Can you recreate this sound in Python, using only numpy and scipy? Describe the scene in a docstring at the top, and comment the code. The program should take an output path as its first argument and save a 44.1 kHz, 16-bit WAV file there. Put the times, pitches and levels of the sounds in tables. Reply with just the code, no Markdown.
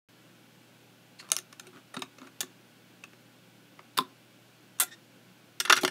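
"""A wire keycap puller works the spacebar off a mechanical keyboard, close up on a wooden desk.
The wires tick and rub against the caps, the bar pops off its stem, the puller springs free with a
chatter and a squeak, and the loose bar clatters on its stabiliser. Each contact is a touch and a short
gritty slide that ring the part and the case; heavy blows also knock the desk.
Behind it all is a quiet, furnished room with faint ventilation and mains hum."""
import sys
import numpy as np
from scipy import signal
from scipy.fft import rfft, irfft
from scipy.io import wavfile
from scipy.ndimage import uniform_filter1d

SR = 44100
rng = np.random.default_rng(int(sys.argv[2]) if len(sys.argv) > 2 else 0)


def transcribe(u):
    """Save the signal u as a 16-bit wav file named by the first command-line argument.

    u: samples, shape (n,) or (channels, n), limited to [-1, 1]; the rate is SR.
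    q: integer samples, one column per channel.
    """
    v = np.clip(np.atleast_2d(u).T, -1, 1)
    q = np.round(v * 32767).astype(np.int16)
    wavfile.write(sys.argv[1], SR, q)


N = 260190
TIME, RING_T = np.arange(N) / SR, np.arange(SR // 4) / SR

# Contact levels are set ahead of each part's gain; a harder touch has more treble and less clack.
# wires ticking on the caps: start_s, slide_s, level_db, hardness_db, thud_db
PULLER_HITS = [(1.194, .013, -49, -2.5, -65), (1.2885, .0015, -53, -2, -68), (1.301, .002, -47.5, 3, -67),
               (1.526, .004, -48.5, 0, -76), (1.5958, .0033, -43, 3, -66), (1.667, .009, -51.5, 1, -50),
               (1.939, .011, -41.5, -2.5, -70), (1.9662, .0046, -40, -4.5, -33.5),
               (1.992, .003, -50, 4.5, -43), (2.0198, .0046, -36, -1.5, -43.5),
               (2.1828, .0046, -53, -2.5, -52), (2.2155, .003, -54, -4, -44), (2.266, .012, -53, -3, -61),
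               (2.4055, .003, -33.5, 7, -72), (2.411, .004, -34, 5.5, -60), (2.4298, .002, -44, -2.5, -43),
               (3.039, .0023, -48, 0, -63), (3.132, .003, -61, -7, -59), (3.7905, .003, -56, -10.5, -59),
               (4.786, .0056, -53, 3, -70)]
# the puller's hard landing on a cap: start_s, slide_s, level_db, hardness_db, thud_db
LANDING = (1.3176, .0012, -26, 9.5, -56)
# the struck cap rattling in its play: delay_s, slide_s, level_db, hardness_db, thud_db
CAP_RATTLE = (.0155, .003, -46, 1, -69)
# wires springing over the bar's edge: start_s, slide_s, level_db, hardness_db, thud_db
RELEASE = (4.8001, .0022, -31.3, 0, -63)
# knocks of the loose spacebar: start_s, slide_s, level_db, hardness_db, thud_db
BAR_HITS = [(5.6005, .0035, -26.5, 5, -55), (5.6508, .0035, -32.5, 0, -54), (5.675, .004, -44, -6, -52),
            (5.6972, .0046, -17.5, -2.5, -41), (5.7242, .0033, -17.3, -1, -47),
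            (5.7525, .005, -41.5, 7, -50), (5.7635, .0055, -30, 2.5, -43), (5.7735, .006, -30, -2.5, -45),
            (5.808, .018, -41, 7.5, -40), (5.8488, .0005, -25, 0, -34), (5.877, .0016, -32, 0, -44)]
# creak, pop and knocks at the switch: start_s, slide_s, level_db, hardness_db, thud_db
SWITCH_HITS = [(3.971, .005, -38.5, 0, -39), (3.9757, .002, -30, 4.5, -38), (3.9862, .0014, -25, -4, -33.5),
               (4.0048, .0022, -45, 0, -35), (5.8325, .005, -33, 1.5, -25)]
# plucked wires: start_s, pitch_hz, peak_db, t60_s
WIRE_PINGS = [(1.3178, 6500, -25, 0.027), (1.9665, 3750, -31, .018), (2.02, 3700, -27, .022),
              (2.406, 3530, -29, 0.036), (2.4062, 10500, -27, .022), (2.4125, 13400, -30, .02),
              (2.413, 6910, -28, 0.024), (3.038, 2610, -33, 0.022), (4.7993, 8650, -12.5, 0.0096),
              (5.6, 5570, -25.5, 0.056), (5.651, 2705, -28, .04)]
# wires sliding on plastic: start_s, length_s, rumble_db (before its trim), scratch_db
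RUBS = [(1.205, .09, -61, -54.5), (1.62, .08, -56, -62), (1.722, .09, -47, -53), (2.19, .11, -51, -56)]
# a wire dragging on a cap: start_s, length_s, pitch_hz, level_db
SQUEAKS = [(1.186, .036, 4300, -44), (4.87, .03, 1790, -57), (4.905, .05, 1810, -50.5)]
# blows that press the keyboard onto the desk: start_s, level_db
DESK_KNOCKS = [(1.318, -38), (3.977, -43), (5.833, -28), (5.849, -33)]

# ring of the puller against a cap: pitch_hz, gain_db, t60_s
PULLER_MODES = [(440, -17, 0.023), (702, -8.5, 0.0294), (840, -15, 0.036), (1119, -1, .04),
                (1352, 1, 0.033), (1743, 0.5, 0.032), (2148, -6, 0.028), (2730, 2.5, 0.024),
                (3730, 9.5, 0.023), (4260, 2, .016), (5070, -3, .014), (6450, 3, 0.0089),
                (7080, -1, 0.0093), (7720, -9, 0.0085), (8950, 2, 0.0092), (10500, -10, .009),
                (13300, -13.5, 0.0072)]
# ring of the sprung wire loop: pitch_hz, gain_db, t60_s
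WIRE_MODES = [(480, -18, 0.037), (741, 7, .045), (1035, -2, .05), (1383, 13, 0.08), (2000, 0, 0.056),
              (2680, -4.5, 0.064), (3535, 3, 0.047), (5275, -8, 0.035), (8300, 2, 0.034), (9800, 2, 0.04),
              (13400, 2, .02)]
# ring of the hollow spacebar and stabiliser: pitch_hz, gain_db, t60_s
BAR_MODES = [(515, -20.5, 0.064), (868, -12, 0.09), (1136, -12.5, 0.05), (1410, 10, 0.045),
             (1460, -4, 0.078), (1734, 3.5, 0.048), (2080, -1, 0.056), (2327, -8, 0.06), (2735, 2.5, 0.027),
             (2860, -3, 0.057), (3120, -1.5, 0.055), (3430, 4, 0.026), (4120, -6, 0.043),
             (5770, -2.5, 0.055), (6680, -1, 0.024), (8360, -7.5, 0.073), (9950, -5, 0.023),
             (10700, -7, 0.042), (14200, -13, 0.019)]
# ring of the switch plate: pitch_hz, gain_db, t60_s
PLATE_MODES = [(417, -8, 0.058), (566, -16, 0.031), (680, -20, 0.072), (800, -8, 0.051), (982, 2.5, 0.054),
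               (1045, 3, 0.05), (1350, 5.5, 0.036), (2060, -8.5, .03), (2510, -8, 0.055), (3750, 6.5, .016),
               (5200, -17, 0.017), (10400, -10, .015), (14200, -2, .012)]
# low body of the keyboard case: pitch_hz, gain_db, t60_s
CASE_MODES = [(154, -13, .08), (267, -3.5, 0.16), (281.5, -8.5, 0.123), (366.7, -4.5, 0.13)]
# wooden ring of the desk top: pitch_hz, gain_db, t60_s
DESK_MODES = [(455, -6, .06), (545, -9, .06), (635, 0, .07), (770, -4, .04), (860, -3, .06)]

# a contact's thud, clack, click, tick and sheen bands: low_hz, high_hz
REGISTERS = [(100, 410), (410, 2400), (2400, 5500), (5500, 11000), (11000, 17000)]
# EQ of each part: clack_db, click_db, tick_db, sheen_db
PULLER_EQ = (0, 0, -3.5, -13)
WIRE_EQ = (-2.5, 0, 6, 3.5)
BAR_EQ = (-.5, 0, -7, -15)
SWITCH_EQ = (-.5, 0, -8, -10)
# EQ change per dB of hardness: clack_db, click_db, tick_db, sheen_db
HARDNESS_TILT = (-1, 0, 1, 1.4)
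# colour of wire scratching plastic: frequency_hz, gain_db
SCRATCH_COLOUR = [(290, -28), (500, -1), (811, -7.5), (1370, 2), (1720, -8), (2640, -9.5), (3180, -12.5),
                  (15000, -31)]
# decay of the room: frequency_hz, t60_s
ROOM_T60 = [(150, 0.28), (1000, 0.23), (4000, 0.19), (15000, 0.13)]
# colour of the ventilation: frequency_hz, gain_db
AIR_COLOUR = [(25, -45), (70, -27), (100, -11.5), (150, -5), (260, 0.5), (420, -8), (620, -7.5), (950, -14),
              (1520, -9), (1850, -14.5), (2600, -11.5), (5000, -19), (9000, -24), (15500, -25)]
# steady hum tones: pitch_hz, rms_db
HUM_TONES = [(120, -68), (158, -72), (570, -83.5)]


def puller_ticks():
    """The puller ticks on the caps; its hard landing bounces ever quicker and softer, rattling a cap."""
    bounces = rebounds(LANDING, gap_s=.0476, gap_ratio=.464, loss_db=7.3, count=3, softer_db=1.5)
    delay_s, *touch = CAP_RATTLE
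    rattles = [(start_s + delay_s, *touch) for start_s, *_ in bounces[:-1]]
    return contacts(bounces + rattles + PULLER_HITS, PULLER_MODES, PULLER_EQ,
                    crack_db=-1.5, crack_t60=.026, damping_slope=.96, catch_s=.0009, grain_db=6.5)


def wire_chatter():
    """The wires spring free of the bar and chatter, ever slower and fainter."""
    hits = rebounds(RELEASE, gap_s=.0045, gap_ratio=1.08, loss_db=1.75, count=7)
    return contacts(hits, WIRE_MODES, WIRE_EQ,
                    crack_db=-1, crack_t60=.025, damping_slope=.52, catch_s=.002, grain_db=5.5)


def wire_pings():
    """Plucked wires ring briefly, at a pitch set by their free length."""
    out = np.zeros(N)
    for start_s, *mode in WIRE_PINGS:
        add(out, start_s, ringing([mode])[0])
    return out


def wire_rubs(grain_db=4.5, rumble_trim_db=-4.5):
    """Friction is a stream of uneven grains: it scratches directly and stirs a rumble in the case."""
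    grains = rng.standard_normal(N)
    grains *= from_db(grain_db * np.repeat(rng.standard_normal(N // 40 + 1), 40)[:N])
    scratch = coloured(grains, SCRATCH_COLOUR)
    case_ring = ringing(CASE_MODES).sum(axis=0)
    rumble = from_db(rumble_trim_db) * unit_rms(signal.fftconvolve(grains, case_ring)[:N])
    return sum(stroke(start_s, length_s) * (from_db(rumble_db) * rumble + from_db(scratch_db) * scratch)
               for start_s, length_s, rumble_db, scratch_db in RUBS)


def wire_squeaks(jitter=.045, hiss_gain=.8, rolloff_hz=4800):
    """Stick and slip at an unsteady rate gives a brief, rough whistle with overtones."""
    starts, _, pitches, _ = np.transpose(SQUEAKS)
    pitch_hz = np.interp(TIME, starts, pitches)
    wobble = unit_rms(uniform_filter1d(rng.standard_normal(N), size=40))
    phase = 2 * np.pi * np.cumsum(pitch_hz * (1 + jitter * wobble)) / SR
    whistle = sum(np.sin(k * phase) / (1 + (k * pitch_hz / rolloff_hz) ** 4) for k in range(1, 5))
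    hiss = hiss_gain * band(rng.standard_normal(N), 1100, 8000)
    pressure = sum(from_db(db) * stroke(start_s, length_s) for start_s, length_s, _, db in SQUEAKS)
    return pressure * unit_rms(unit_rms(whistle) + hiss)


def spacebar_clatter(lag_slides=1.6, loss_db=5.5, softer_db=2):
    """The loose bar lands on one end, then rocks onto the other, weaker and softer."""
    far_end = [(start_s + lag_slides * slide_s, slide_s, db - loss_db, hard - softer_db, thud - loss_db)
               for start_s, slide_s, db, hard, thud in BAR_HITS]
    return contacts(list(BAR_HITS) + far_end, BAR_MODES, BAR_EQ,
                    crack_db=2.5, crack_t60=.021, damping_slope=.4, catch_s=.00064, grain_db=6)


def switch_pop():
    """The stem creaks and pops out, the switch slams up and rebounds; later the bar lands back on it."""
    return contacts(SWITCH_HITS, PLATE_MODES, SWITCH_EQ,
                    crack_db=.5, crack_t60=.013, damping_slope=.23, catch_s=.001, grain_db=5, spread_db=2.5)


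def desk_knocks():
    """The desk top answers a heavy blow with a short wooden knock."""
    out, modes = np.zeros(N), ringing(DESK_MODES)
    for start_s, db in DESK_KNOCKS:
        add(out, start_s, from_db(db) * rng.choice([-1, 1], len(modes)) @ modes)
    return out


def rebounds(first, gap_s, gap_ratio, loss_db, count, softer_db=0):
    """A run of ever weaker contacts; gap and slide change by the same ratio each time."""
    start_s, slide_s, db, hardness, thud = first
    hits = []
    for k in range(count):
        stretch, drop_db = gap_ratio ** k, k * loss_db
        hits.append((start_s, slide_s * stretch, db - drop_db, hardness - k * softer_db, thud - drop_db))
        start_s += gap_s * stretch
    return hits


def contacts(hits, modes, eq_db, crack_db, crack_t60, damping_slope, catch_s, grain_db, spread_db=2):
    """Each contact rings the part and the case; the hardness of the touch tilts the EQ."""
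    out = np.zeros(N)
    clear = ringing(modes + CASE_MODES)
    dense = crack_modes(modes, crack_t60, damping_slope)
    for start_s, slide_s, level_db, hardness_db, thud_db in hits:
        strengths = from_db(spread_db * rng.standard_normal(len(clear))) * rng.choice([-1, 1], len(clear))
        crack = from_db(crack_db) * rng.standard_normal(len(dense)) @ dense
        ring = signal.fftconvolve(strengths @ clear + crack, contact_force(slide_s, catch_s, grain_db))
        upper_db = level_db + np.array(eq_db) + hardness_db * np.array(HARDNESS_TILT)
        for edges, db in zip(REGISTERS, (thud_db, *upper_db)):
            gain = from_db(db) * np.sqrt(SR / 100)   # the energy of 10 ms at this level
            add(out, start_s, gain * unit_energy(band(ring, *edges)))
    return out


def crack_modes(modes, t60_at_1k, damping_slope, count=260):
    """Between the clear modes lie many heavily damped ones: a crack whose treble dies first."""
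    hz = np.linspace(300, 16000, count) + rng.uniform(-30, 30, count)
    db = at_hz(np.array(modes)[:, :2], hz)
    return ringing(zip(hz, db, t60_at_1k * (hz / 1000) ** -damping_slope))


def contact_force(slide_s, catch_s, grain_db, build_up=.2, evenness=.41):
    """A first touch, then tiny uneven catches that outweigh it once the slide is longer than catch_s."""
    t = RING_T[:SR // 25]
    grains = rng.standard_normal(len(t)) * from_db(grain_db * rng.standard_normal(len(t)))
    pressure = (1 - np.exp(-t / (build_up * slide_s))) * np.exp(-(t / slide_s) ** 2)
    force = slide_s / catch_s * unit_energy(grains * pressure)
    force[0] += 1   # the first touch
    # friction has little pitch of its own, so even out its spectrum
    spectrum = rfft(force, 2 * len(t))
    return irfft(spectrum / (np.abs(spectrum) + .2) ** evenness)[:len(t)]


def stroke(start_s, length_s, rise_share=.4):
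    """The pressure of a sliding stroke swells and lets go."""
    corners_s = [start_s, start_s + length_s * rise_share, start_s + length_s]
    return np.sin(np.pi / 2 * np.interp(TIME, corners_s, [0, 1, 0]))


def room(x, early_db=-12, early_t60=.1, tail_db=-20.5):
    """Reflections off the desk and nearby things, then the short tail of a furnished room."""
    t = np.arange(SR // 2) / SR
    echoes = rng.standard_normal(len(t)) * (rng.random(len(t)) < 1500 / SR) * (t > .002)
    edges = np.geomspace(100, 17000, 9)
    tail = sum(band(rng.standard_normal(len(t)), low, high) * fade(at_hz(ROOM_T60, np.sqrt(low * high)), t)
               for low, high in zip(edges, edges[1:]))
    early = from_db(early_db) * unit_energy(echoes * fade(early_t60, t))
    late = from_db(tail_db) * unit_energy(tail * (t > .008))
    return signal.fftconvolve(x, early + late)[:N]


def ventilation(level_db=-58.5, ripple_db=2.7):
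    """A bed of moving air, its spectrum finely rippled by the room's standing waves."""
    spectrum = rfft(rng.standard_normal(N))
    ripple = unit_rms(uniform_filter1d(rng.standard_normal(len(spectrum)), size=130))
    depth_db = ripple_db / (1 + (np.fft.rfftfreq(N, 1 / SR) / 5000) ** 2)
    air = irfft(spectrum * from_db(depth_db * ripple), N)
    return from_db(level_db) * coloured(air, AIR_COLOUR)


def hum():
    """Mains hum with two fainter steady tones."""
    return sum(np.sqrt(2) * from_db(db) * np.sin(2 * np.pi * hz * TIME) for hz, db in HUM_TONES)


def ringing(modes):
    """One decaying sine per mode."""
    return np.array([from_db(db) * np.sin(2 * np.pi * hz * RING_T) * fade(t60) for hz, db, t60 in modes])


def fade(t60, t=RING_T):
    """Exponential decay, 60 dB down after t60."""
    return np.exp(-np.log(1000) * t / t60)


def band(x, low_hz, high_hz):
    """Causal band-pass."""
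    return signal.sosfilt(signal.butter(3, [low_hz, high_hz], "band", fs=SR, output="sos"), x)


def coloured(x, colour):
    """EQ a steady signal and scale it to unit rms."""
    gain = from_db(at_hz(colour, np.fft.rfftfreq(N, 1 / SR)))
    return unit_rms(irfft(rfft(x) * gain, N))


def at_hz(points, hz):
    """Read a curve on a log-frequency axis."""
    points_hz, values = np.transpose(points)
    return np.interp(np.log(np.maximum(hz, 1)), np.log(points_hz), values)


def from_db(db):
    """Decibels to gain."""
    return 10 ** (np.asarray(db) / 20)


def unit_rms(x):
    """Scale to unit rms."""
    return x / np.sqrt(np.mean(x ** 2) + 1e-20)


def unit_energy(x):
    """Scale to unit energy."""
    return x / np.sqrt(np.sum(x ** 2) + 1e-20)


def add(out, start_s, sound):
    """Mix a sound in at its cue."""
    at = round(start_s * SR)
    out[at:at + len(sound)] += sound[:N - at]


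def scene():
    """Mono mix: puller and keyboard up front, a little room, air and hum behind."""
    close = from_db(-1.18) * puller_ticks() + from_db(.9) * wire_chatter() + wire_pings()
    close += from_db(-.26) * spacebar_clatter() + from_db(.5) * switch_pop()
    close += wire_rubs() + wire_squeaks() + desk_knocks()
    close = band(close, 120, 14800)   # the close sounds keep little below 120 Hz
    return (close + room(close) + ventilation() + hum())[None]


def record(dry):
    """Open on a moment of silence and cut the very top steeply."""
    silence_s, cutoff_hz = .087, 15600
    low_pass = signal.ellip(10, .1, 70, cutoff_hz, fs=SR, output="sos")
    return signal.sosfilt(low_pass, dry * (TIME > silence_s))


dry = scene()
out = record(dry)
transcribe(out)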